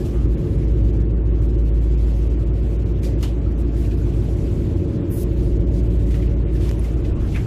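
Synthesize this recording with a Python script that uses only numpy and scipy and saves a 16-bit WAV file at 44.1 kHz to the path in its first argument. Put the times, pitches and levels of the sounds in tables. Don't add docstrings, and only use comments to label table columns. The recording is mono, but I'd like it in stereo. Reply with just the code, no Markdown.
import sys
import numpy as np
from scipy import signal
from scipy.fft import rfft, irfft
from scipy.io import wavfile
from scipy.ndimage import uniform_filter1d

SR = 44100
rng = np.random.default_rng(int(sys.argv[2]) if len(sys.argv) > 2 else 0)


def rack_gain(trim_db):
    fader = np.asarray(trim_db, float)
    return 10 ** (fader / 20)


def output_pcm(signal):
    pcm = np.clip(np.atleast_2d(signal).T, -1, 1) * 32767
    wavfile.write(sys.argv[1], SR, np.round(pcm).astype(np.int16))


N = 328986

# frequency in Hz, likeness from -1 to 1.
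LIKENESS = [(60, 0.85), (130, 1), (290, 0.71), (640, 0.32), (1400, -0.19), (3070, 0.1), (6750, 0.32),
            (14800, 0.64)]
# frequency in Hz, left minus right in dB.
LEAN = [(60, -0.5), (110, -0.5), (200, -1.0), (380, -4.0), (690, -4.0), (1280, -5.0), (2360, -5.5),
        (4360, -0.5), (8040, 2.0), (14800, 5.5)]

# time in seconds, rate in Hz.
FIRING_RATE = [(0.0, 56.642), (0.3, 54.456), (0.75, 55.214), (1.5, 55.403), (2.5, 55.545), (4.0, 55.622),
               (5.0, 55.85), (6.0, 55.802), (7.46, 56.011)]
# time in seconds, slip in turns.
SLIP = [(0, .47), (.27, .19), (.475, .52), (.72, .93), (1.1, 1.22), (2.1, 1.17), (2.7, 1.27), (4.3, 1.34),
        (4.6, 1.39), (5.02, 1.49), (5.25, 1.68), (6.1, 1.77), (7, 1.66), (7.46, 1.62)]
IN_STEP_DB, FIRST_TURN = -12.4, -.31
# start in seconds, end in seconds, pitch in Hz, peak level in dB.
SHUDDER = (6.95, 7.46, 31, -25)

# time in seconds, port cycle in Hz, starboard cycle in Hz.
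CYCLE_RATES = [(0, 6.95, 7.05), (.3, 6.81, 6.86), (.55, 6.83, 6.9), (.8, 6.885, 6.92), (1.1, 6.89, 6.93),
               (1.8, 6.93, 6.945), (2.3, 6.92, 6.955), (3, 6.945, 6.96), (3.7, 6.96, 6.965),
               (4, 6.945, 6.965), (4.5, 6.967, 6.98), (5.2, 6.945, 6.985), (5.6, 6.985, 6.97),
               (6.2, 6.988, 6.965), (6.65, 7.005, 6.98), (6.9, 7.045, 7.0), (7.15, 7.04, 7.01),
               (7.46, 7.025, 7.012)]
# multiple of the cycle, peak level of the port
# engine's tone in dB.
CRANK_ORDERS = [(6, -35), (7, -41), (9, -33), (10, -34), (11, -35), (13, -33), (14, -32), (15, -33),
                (16, -31), (17, -37), (18, -38), (19, -37), (20, -38), (21, -35), (22, -48), (23, -49),
                (24, -38), (25, -36), (26, -40), (27, -48), (28, -41), (29, -53), (30, -46), (32, -43),
                (33, -46), (34, -46), (35, -53), (36, -42), (37, -42), (38, -48), (39, -54), (40, -43),
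                (41, -45), (42, -38), (44, -41), (45, -44),
                (46, -39), (47, -42), (48, -44), (49, -47), (50, -43), (51, -38), (52, -41), (53, -43),
                (54, -46), (55, -55), (56, -46), (57, -48), (58, -49), (59, -53), (60, -55), (61, -53),
                (62, -55), (63, -49), (64, -45), (65, -47), (66, -50), (67, -49), (68, -58), (70, -62),
                (71, -61), (72, -55), (73, -63), (74, -63), (75, -65), (76, -58), (77, -62), (78, -55),
                (79, -54), (80, -51), (81, -52), (82, -60), (83, -60), (84, -59), (85, -66), (86, -70),
                (87, -68), (88, -64), (89, -64), (90, -61), (91, -59), (92, -62), (93, -62), (94, -71),
                (95, -67), (96, -61), (97, -67), (98, -59), (100, -69)]
# time in seconds, level in dB.
LOAD = [(0, 0), (.7, 2), (1.3, -0.5), (2.2, -2), (2.7, -2), (3.4, -2), (4, -1), (4.6, 1), (5.2, 1),
        (5.6, 2.5), (6.1, 1), (6.8, -1.5), (7.46, -0.5)]
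# multiple of the cycle, level in dB, start and end in seconds.
PUMP = (12.55, -31.5, 4.2, 6.8)
# time in seconds, peak level in dB.
GEAR_SONG = [(0, -72), (3.3, -66), (3.9, -51), (4.25, -58), (4.6, -54), (4.9, -66), (6.5, -64), (6.9, -50),
             (7.15, -54), (7.46, -66)]
MESH_ORDER = 98

# frequency in Hz, density in dB per Hz.
RUMBLE = [(8, -19), (20, -18.5), (32, -5.5), (45, 2), (70, 3.5), (110, 1.5), (135, -1.5), (152, -8),
          (200, -14), (260, -13), (300, -9), (355, -7.5), (380, -18), (460, -19), (500, -25), (600, -31.5),
          (780, -41.5), (1100, -37.5), (1430, -71.5), (2420, -120)]
# frequency in Hz, width in Hz, gain in dB.
PANELS = [(89.3, 20, 3.5), (225, 25, 8), (427, 38, 2.5), (575, 19, 9.5), (670, 40, 8.5)]
HULL_DB, PANEL_DB, VENT_DB = -25.5, -30, -46
HULL_DUCK_DB, PANEL_DUCK_DB, VENT_DUCK_DB, CLOTH_DUCK_DB, DUCK_S = 2, 3, 0.5, 0.5, 0.12

# frequency in Hz, density in dB per Hz.
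AIR_COLOUR = [(350, -41), (600, 4.5), (698, 3), (906, -1), (1040, -3), (1200, -3.5), (2680, -9.5),
              (5420, -22), (8000, -22), (10400, -80.5), (17600, -120)]
# frequency in Hz, density in dB per Hz.
CLOTH_COLOUR = [(1470, -29), (2500, -0.5), (4070, -3.5), (4620, -4), (7250, -7), (9080, -11), (11700, -9),
                (14300, -19), (15000, -33.5)]
# time in seconds, rustle level in dB.
STIR = [(0, -51), (.2, -55.5), (.9, -55), (1.15, -63), (1.43, -58.5), (2.17, -52), (2.45, -57), (3.5, -57),
        (3.72, -55.5), (4.4, -51.5), (4.9, -57), (5.4, -52), (5.65, -58), (6.1, -52), (6.4, -55.5),
        (6.73, -50.5), (7.08, -58), (7.35, -50.5)]
STIR_TO_AIR, LATE_STIR_DB, LATE_S = 0.1, 1.5, 6.6

# start in
# seconds, rms level in dB, centre in Hz, width in octaves, decay by 60 dB in seconds.
KNOCKS = [(.0, -52, 4000, 2, .1), (0.049, -45.5, 3500, 1.7, 0.26), (3.029, -42, 3950, 1.5, 0.15),
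          (3.044, -42, 4460, 0.84, 0.35), (3.06, -35, 547, 0.13, 0.71), (3.224, -37.5, 6150, 0.85, 0.16),
          (3.227, -36, 2980, 0.46, 0.21), (3.228, -38, 900, 0.6, 0.18), (3.031, -48, 2060, 0.73, 0.4),
          (3.275, -47.5, 3540, 0.72, 0.15), (5.12, -46.5, 10600, 0.098, .08), (5.132, -45, 13900, .07, .1),
          (5.167, -45, 10500, .14, 0.065), (5.2, -48, 11100, .2, 0.068), (6.105, -44, 2200, 1.1, 0.12),
          (6.141, -42, 2060, 1.1, 0.18), (6.221, -45, 2200, 0.58, 0.12), (6.549, -49, 1890, 1.4, 0.11),
          (6.688, -48, 2440, 0.38, 0.067), (6.838, -44.5, 2590, 1.4, 0.28), (7.046, -45, 2980, 0.73, 0.15),
          (3.843, -49, 2600, 0.6, 0.1), (3.908, -49, 2600, 0.56, .1), (6.276, -51.5, 2700, 0.39, 0.056)]
# start in seconds, rms level in dB, centre in Hz, width in octaves, hold in seconds.
STROKES = [(0.128, -49, 1220, 0.13, .06), (0.195, -50, 1170, 0.23, 0.064), (1.409, -56, 6800, 1.3, 0.042),
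           (2.652, -58.5, 7000, 1.1, 0.11), (3.584, -54.5, 8900, 0.9, 0.02), (3.761, -50, 4500, 2, 0.097),
           (5.424, -60, 10200, 0.15, 0.036), (5.731, -51.5, 4970, 0.68, 0.058),
           (6.603, -44, 2730, 1.03, 0.074), (7.302, -53, 5970, 0.48, 0.034),
           (7.342, -34.5, 2180, 0.36, 0.02), (7.358, -37.5, 1510, 0.84, 0.013),
           (7.276, -50, 3300, 0.5, 0.017), (7.316, -48, 2720, .5, 0.013), (7.372, -46, 2180, 0.27, 0.013),
           (3.205, -47.5, 3200, 1.1, 0.021), (7.134, -50, 1060, 0.17, 0.11)]
# start in seconds, rms level in dB, centre in Hz, width in octaves, extra left minus right in dB.
SWISH = [
    (5.097, -45.5, 13700, .08, -4),
    (5.106, -45.5, 10700, 0.13, 6),
    (5.111, -50.5, 7140, 0.75, 0),
    (5.171, -46, 6100, 1, -1),
]
KNOCK_HOLD_S, STROKE_T60_S, SWISH_END_S, SWISH_T60_S = 0.011, 0.12, 5.238, 0.012

# start in seconds, peak in dB, ring in Hz, decay by 60 dB in seconds, left minus right in dB.
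CLICKS = [(3.033, -43, 2400, .05, -14), (3.034, -49, 4530, .03, 7), (3.05, -42, 4750, .04, 2),
          (3.052, -45, 4340, .03, 3), (3.062, -48, 2390, 0.069, -4), (3.229, -37, 5100, 0.054, -7),
          (3.229, -37, 2910, 0.062, -12), (3.23, -42, 1136, 0.09, -10), (3.229, -37, 2050, 0.051, -5),
          (3.232, -39, 4220, 0.071, -8), (3.245, -40, 2980, 0.052, -5), (3.853, -43, 2800, 0.016, -1),
          (3.855, -45, 2200, .015, 2), (3.913, -42, 2500, .03, -3), (3.916, -45, 2920, .02, -3),
          (4.015, -44, 1500, .04, -3), (6.143, -37, 1950, .015, -2), (6.143, -49, 2750, .015, -3),
          (6.2, -41, 1990, 0.022, -2), (6.225, -40, 1790, .02, -4), (6.279, -36, 2770, 0.01, -7),
          (6.552, -42, 1770, .04, 1), (6.693, -32, 5300, 0.0023, -28), (6.6937, -31, 1880, 0.0059, -5),
          (6.7134, -20, 250, 0.0061, -1), (6.795, -40, 10350, 0.019, 15), (6.845, -42, 2100, 0.046, -4),
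          (7.046, -43, 2590, 0.044, -7), (7.047, -44, 2040, .05, -5), (7.351, -34, 2300, 0.018, -8),
          (7.362, -30, 2470, 0.022, -8), (7.367, -31, 1900, .02, -6), (7.393, -38, 2100, .03, -4),
          (7.405, -39, 2240, .02, 0), (7.416, -43, 2300, .015, -4)]

# frequency in Hz, step size in dB.
TREBLE_STEPS = [(1500, -61), (3000, -55), (4500, -48.5), (8000, -49), (9000, -47), (10000, -50),
                (12500, -49.5), (14500, -52)]
# time in seconds, depth of the thinning in dB.
THINNING = [(0.27, 12), (0.293, 7), (0.363, 16), (0.572, 15), (0.664, 9), (0.734, 14), (0.757, 11),
            (0.827, 19), (0.92, 22), (0.99, 15), (1.036, 17), (1.059, 13), (1.082, 19), (1.129, 18),
            (1.152, 27), (1.175, 13), (1.199, 20), (1.222, 28), (1.245, 23), (1.291, 10), (1.315, 24),
            (1.338, 10), (1.407, 9), (1.477, 13), (1.524, 12), (1.57, 17), (1.616, 10), (1.64, 14),
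            (1.709, 15), (1.733, 20), (1.802, 16), (1.872, 7), (1.895, 11), (1.942, 12), (1.965, 25),
            (2.058, 8), (2.127, 7), (2.29, 17), (2.36, 12), (2.383, 9), (2.452, 16), (2.499, 9),
            (2.522, 23), (2.545, 12), (2.615, 14), (2.685, 7), (2.777, 16), (2.847, 19), (2.917, 8),
            (2.94, 15), (3.01, 12), (3.103, 7), (3.126, 7), (3.149, 15), (3.172, 27), (3.335, 10),
            (3.358, 14), (3.381, 8), (3.404, 20), (3.428, 7), (3.451, 8), (3.474, 9), (3.497, 13),
                 (3.544, 16), (3.567, 24), (3.637, 12), (3.66, 12), (3.706, 10), (3.729, 10), (3.962, 14),
                 (4.356, 10), (4.751, 8), (4.867, 9), (4.983, 7), (5.007, 10), (5.03, 18), (5.053, 16),
                 (5.076, 15), (5.099, 14), (5.262, 14), (5.285, 9), (5.308, 12), (5.332, 12), (5.355, 13),
                 (5.378, 8), (5.541, 7), (5.587, 16), (5.634, 15), (5.657, 28), (5.703, 9), (5.819, 10),
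                 (5.889, 11), (5.982, 19), (6.051, 9), (6.284, 17), (6.33, 8), (6.353, 27), (6.377, 21),
                 (6.4, 8), (6.423, 9), (6.446, 29), (6.469, 16), (6.493, 15), (6.516, 22), (6.586, 7),
                 (6.771, 10), (6.957, 10), (7.027, 7), (7.12, 9), (7.143, 19), (7.166, 10), (7.189, 10)]
TOP_EDGE_HZ, BLOCK_START = 14670, 630
TROUGH_DB, TROUGH_FROM = 3, -.02


def evened(x):
    return x / np.sqrt(np.mean(x ** 2) + 1e-20)


def read(points, hz):
    f, value = np.transpose(points)
    return np.interp(np.log(hz + 1), np.log(f + 1), value)


def curves(rows):
    s, *columns = np.transpose(rows)
    return [np.interp(np.arange(N) / SR, s, c) for c in columns]


def drift(top_hz):
    t = np.arange(0, N, 256) / SR
    rates = np.geomspace(top_hz / 10, top_hz, num=12)
    slow = sum(np.sin(2 * np.pi * (f * t + rng.random())) / np.sqrt(f) for f in rates)
    return np.interp(np.arange(N) / SR, t, evened(slow))


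def sides(lean_db):
    return np.array([[.5], [-.5]]) * lean_db


def place(x, hz):
    return x * rack_gain(sides(read(LEAN, hz)))


def noise(colour_db, size, patchy_db=0.):
    frames, hz = 4 * N // size + 5, np.fft.rfftfreq(size, 1 / SR)
    a, b, c, d, patches = rng.standard_normal((frames, len(hz), 5)).T
    patches = uniform_filter1d(patches, size=12, axis=0)
    patches = evened(uniform_filter1d(patches, size=8, axis=1))
    same = np.clip(read(LIKENESS, hz), -1, 1)[:, None]
    left = a + 1j * b
    right = same * left + np.sqrt(1 - same ** 2) * (c + 1j * d)
    z = np.array([left, right])
    z *= rack_gain(colour_db(hz)[:, None] + patchy_db * patches)
    z *= rack_gain(sides(read(LEAN, hz)))[:, :, None]
    return evened(signal.istft(z, nperseg=size, noverlap=size * 3 // 4)[1][:, :N])


def in_step():
    return np.cos(np.pi * curves(SLIP)[0])


def ducked(duck_db):
    loudness = uniform_filter1d(in_step() ** 2, size=max(round(DUCK_S * SR), 1))
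    return rack_gain(-duck_db * loudness / .5)


def boom():
    hz, = curves(FIRING_RATE)
    level = in_step() * rack_gain(IN_STEP_DB + .7 * drift(4.))
    tone = level * np.cos(2 * np.pi * (np.cumsum(hz) / SR + FIRST_TURN))
    start, end, shake_hz, shake_db = SHUDDER
    t = np.arange(N) / SR
    swell = np.sin(np.pi * np.clip((t - start) / (end - start + 0.028), 0, 1))
    shake = rack_gain(shake_db) * swell * np.sin(2 * np.pi * shake_hz * t)
    return place(tone + shake, hz[0])


def orders(turns):
    slow, t = turns[:, ::16], np.arange(0, N, 16) / SR
    out, knots = np.zeros((2, len(t))), np.linspace(0, N / SR, num=16)
    cold_db = np.interp(t, [2, 3.5], [-9, 0])
    ease_db = np.interp(t, [7.1, 7.3], [0, -6])
    load_db = curves(LOAD)[0][::16]
    for k, db in CRANK_ORDERS:
        wander = np.interp(t, knots, np.cumsum(rng.standard_normal(len(knots))))
        a, b = rng.random((2, 1)) + .1 * wander
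        port = np.sin(2 * np.pi * (k * slow[0] + a))
        starboard = (.55 if k < 30 else .3) * np.sin(2 * np.pi * (k * slow[1] + b))
        waver_db = 2 * np.interp(t, knots, rng.standard_normal(len(knots)))
        level_db = db + waver_db + load_db + (k > 85) * cold_db + (k > 29) * ease_db
        level_db = level_db + (77 < k < 82) * 2 - (k == MESH_ORDER) * 8
        out += place(rack_gain(level_db) * (port + starboard), k * 7)
    k, db, start, end = PUMP
    on = np.clip(np.minimum(t - start, end - t) / .3, 0, 1) * abs(np.cos(2.2 * (t - 4.75)))
    out += place(rack_gain(db) * on * np.sin(2 * np.pi * k * slow[0]), k * 7)
    gear_level = rack_gain(curves(GEAR_SONG)[0][::16])
    out += place(gear_level * np.sin(2 * np.pi * MESH_ORDER * slow[0]), MESH_ORDER * 7)
    return signal.resample_poly(out, up=16, down=1, axis=1)[:, :N]


def rumble(turns, throb=0.014):
    def panels_db(hz):
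        return read(RUMBLE, hz) + sum(db / (1 + (2 * (hz - f) / w) ** 2) for f, w, db in PANELS)

    def hull_db(hz):
        boom_gap_db = 17 / (1 + ((hz - 55) / 7) ** 2)
        return panels_db(hz) - 40 * (hz > 195) - boom_gap_db

    hull = noise(hull_db, size=8192, patchy_db=1.1)
    panel = noise(lambda hz: panels_db(hz) - 40 * (hz <= 195), size=4096, patchy_db=.9)
    beat = 1 + throb * (np.cos(2 * np.pi * turns[0]) + np.cos(2 * np.pi * turns[1]))
    hull = rack_gain(HULL_DB) * ducked(HULL_DUCK_DB) * hull
    return hull + rack_gain(PANEL_DB) * ducked(PANEL_DUCK_DB) * panel * beat


def air():
    cloth_db, = curves(STIR)
    late = np.clip(np.arange(N) / SR - LATE_S + .5, 0, 1)
    air_db = VENT_DB + STIR_TO_AIR * (cloth_db + 57.5) + LATE_STIR_DB * late
    vent = rack_gain(air_db) * noise(lambda hz: read(AIR_COLOUR, hz), size=1024, patchy_db=1.55)
    cloth = rack_gain(cloth_db) * noise(lambda hz: read(CLOTH_COLOUR, hz), size=512, patchy_db=2.2)
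    return vent * ducked(VENT_DUCK_DB) + cloth * ducked(CLOTH_DUCK_DB)


def scuffs(grit_db=0.0):
    out = np.zeros((2, N))
    hz = np.fft.rfftfreq(16384, 1 / SR) + 1
    t = np.arange(16384) / SR
    rows = [(*row[:4], KNOCK_HOLD_S, row[4], 0) for row in KNOCKS]
    rows += [(*row, STROKE_T60_S, 0) for row in STROKES]
    rows += [(*row[:4], .9 * (SWISH_END_S - row[0]), SWISH_T60_S, row[4]) for row in SWISH]
    for s, db, centre_hz, octaves, hold, t60, pan_db in rows:
        rise = .002 + .08 * hold
        grit = evened(uniform_filter1d(rng.standard_normal(len(t)), size=60))
        raw = rng.standard_normal((2, len(t))) * rack_gain(grit_db * grit)
        band_db = -6.5 * abs(np.log2(hz / centre_hz) / octaves) ** 1.07
        shape = rack_gain(band_db + sides(read(LEAN, hz) + pan_db))
        tail_db = -60 * np.maximum(t - rise - hold, 0) / t60
        puff = evened(irfft(rfft(raw) * shape)) * np.minimum(t / rise, 1) * rack_gain(db + tail_db)
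        part = out[:, round(s * SR):][:, :len(t)]
        part += puff[:, :part.shape[1]]
    return out


def clicks():
    out, t = np.zeros((2, N)), np.arange(4000) / SR
    for s, db, hz, t60, pan_db in CLICKS:
        rough = 0.14 * rng.standard_normal(len(t))
        ring = -rack_gain(db - 60 * t / t60) * (np.cos(2 * np.pi * hz * t) + rough)
        part = out[:, round(s * SR):][:, :len(t)]
        part += ring[:part.shape[1]] * rack_gain(sides(pan_db))
    return out


def scene():
    turns = np.cumsum(curves(CYCLE_RATES), axis=1) / SR
    return boom() + orders(turns) + rumble(turns) + air() + scuffs() + clicks()


def thinned_treble(x, thin_gain=.8, block_db=2.2, band_db=3.5, follow=.5, dead=.62, size=1024):
    n, k = np.arange(2 * size), np.arange(size)
    window = signal.windows.kaiser_bessel_derived(2 * size, 4 * np.pi)
    waves = np.cos(np.pi / size * np.outer(k + .5, n + .5 + size / 2))
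    basis = window * waves * np.sqrt(2 / size)
    count, lead = N // size + 3, size - BLOCK_START
    padded = np.pad(x, ((0, 0), (lead + size, count * size - N - lead)))
    blocks = padded.reshape(2, count + 1, size)
    c = np.concatenate([blocks[:, :-1], blocks[:, 1:]], axis=2) @ basis.T
    hz = (k + .5) * SR / 2 / size

    coarse_db = block_db * rng.standard_normal(count) - 1
    boom_band = signal.butter(2, [48, 63], "band", fs=SR, output="sos")
    bass = signal.sosfiltfilt(boom_band, x.mean(0))
    starts = np.clip(np.arange(count) * size - lead - size, 0, N - 1)
    trough = np.maximum(-bass[starts] / rack_gain(IN_STEP_DB) - TROUGH_FROM, 0)
    thin_db = TROUGH_DB * trough * rng.uniform(.7, 1.3, count)
    s = (starts + size) / SR
    thin_db += sum((3 + .45 * db) * (abs(s - at) < .012) for at, db in THINNING)
    coarse_db, lost_db = coarse_db + thin_gain * thin_db, .2 * thin_db
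    treble_db = 10 * np.log10((c[:, :, hz > 4000] ** 2).mean((0, 2)) + 1e-12)
    coarse_db += follow * np.maximum(treble_db + 54, 0)

    hole_shape = 12 * np.exp(-((hz - 3850) / 260) ** 2) + 3 * (abs(hz - 4800) < 1900)
    hole_db = np.outer((s > 5.1) * (s < 5.2), hole_shape)
    bands_db = band_db * np.repeat(rng.standard_normal((2, count, size // 32)), 32, axis=2)
    step = rack_gain(read(TREBLE_STEPS, hz) + coarse_db[:, None] + bands_db + hole_db)
    c = c * rack_gain(-np.outer(lost_db, np.clip(hz / 1500 - 1.4, 0, 1)))
    stepped = np.sign(c) * step * np.floor(abs(c) / step + 1 - dead)
    c = np.where(hz > 1000, stepped, c) * (hz < TOP_EDGE_HZ)
    halves = (c @ basis).reshape(2, count, 2, size)
    return (halves[:, :-1, 1] + halves[:, 1:, 0]).reshape(2, -1)[:, lead:lead + N]


def low_pass(x):
    return signal.sosfilt(signal.butter(12, 15430, fs=SR, output="sos"), x)


def record(dry):
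    mix = thinned_treble(dry)
    return low_pass(mix)


dry = scene()
out = record(dry)
output_pcm(out)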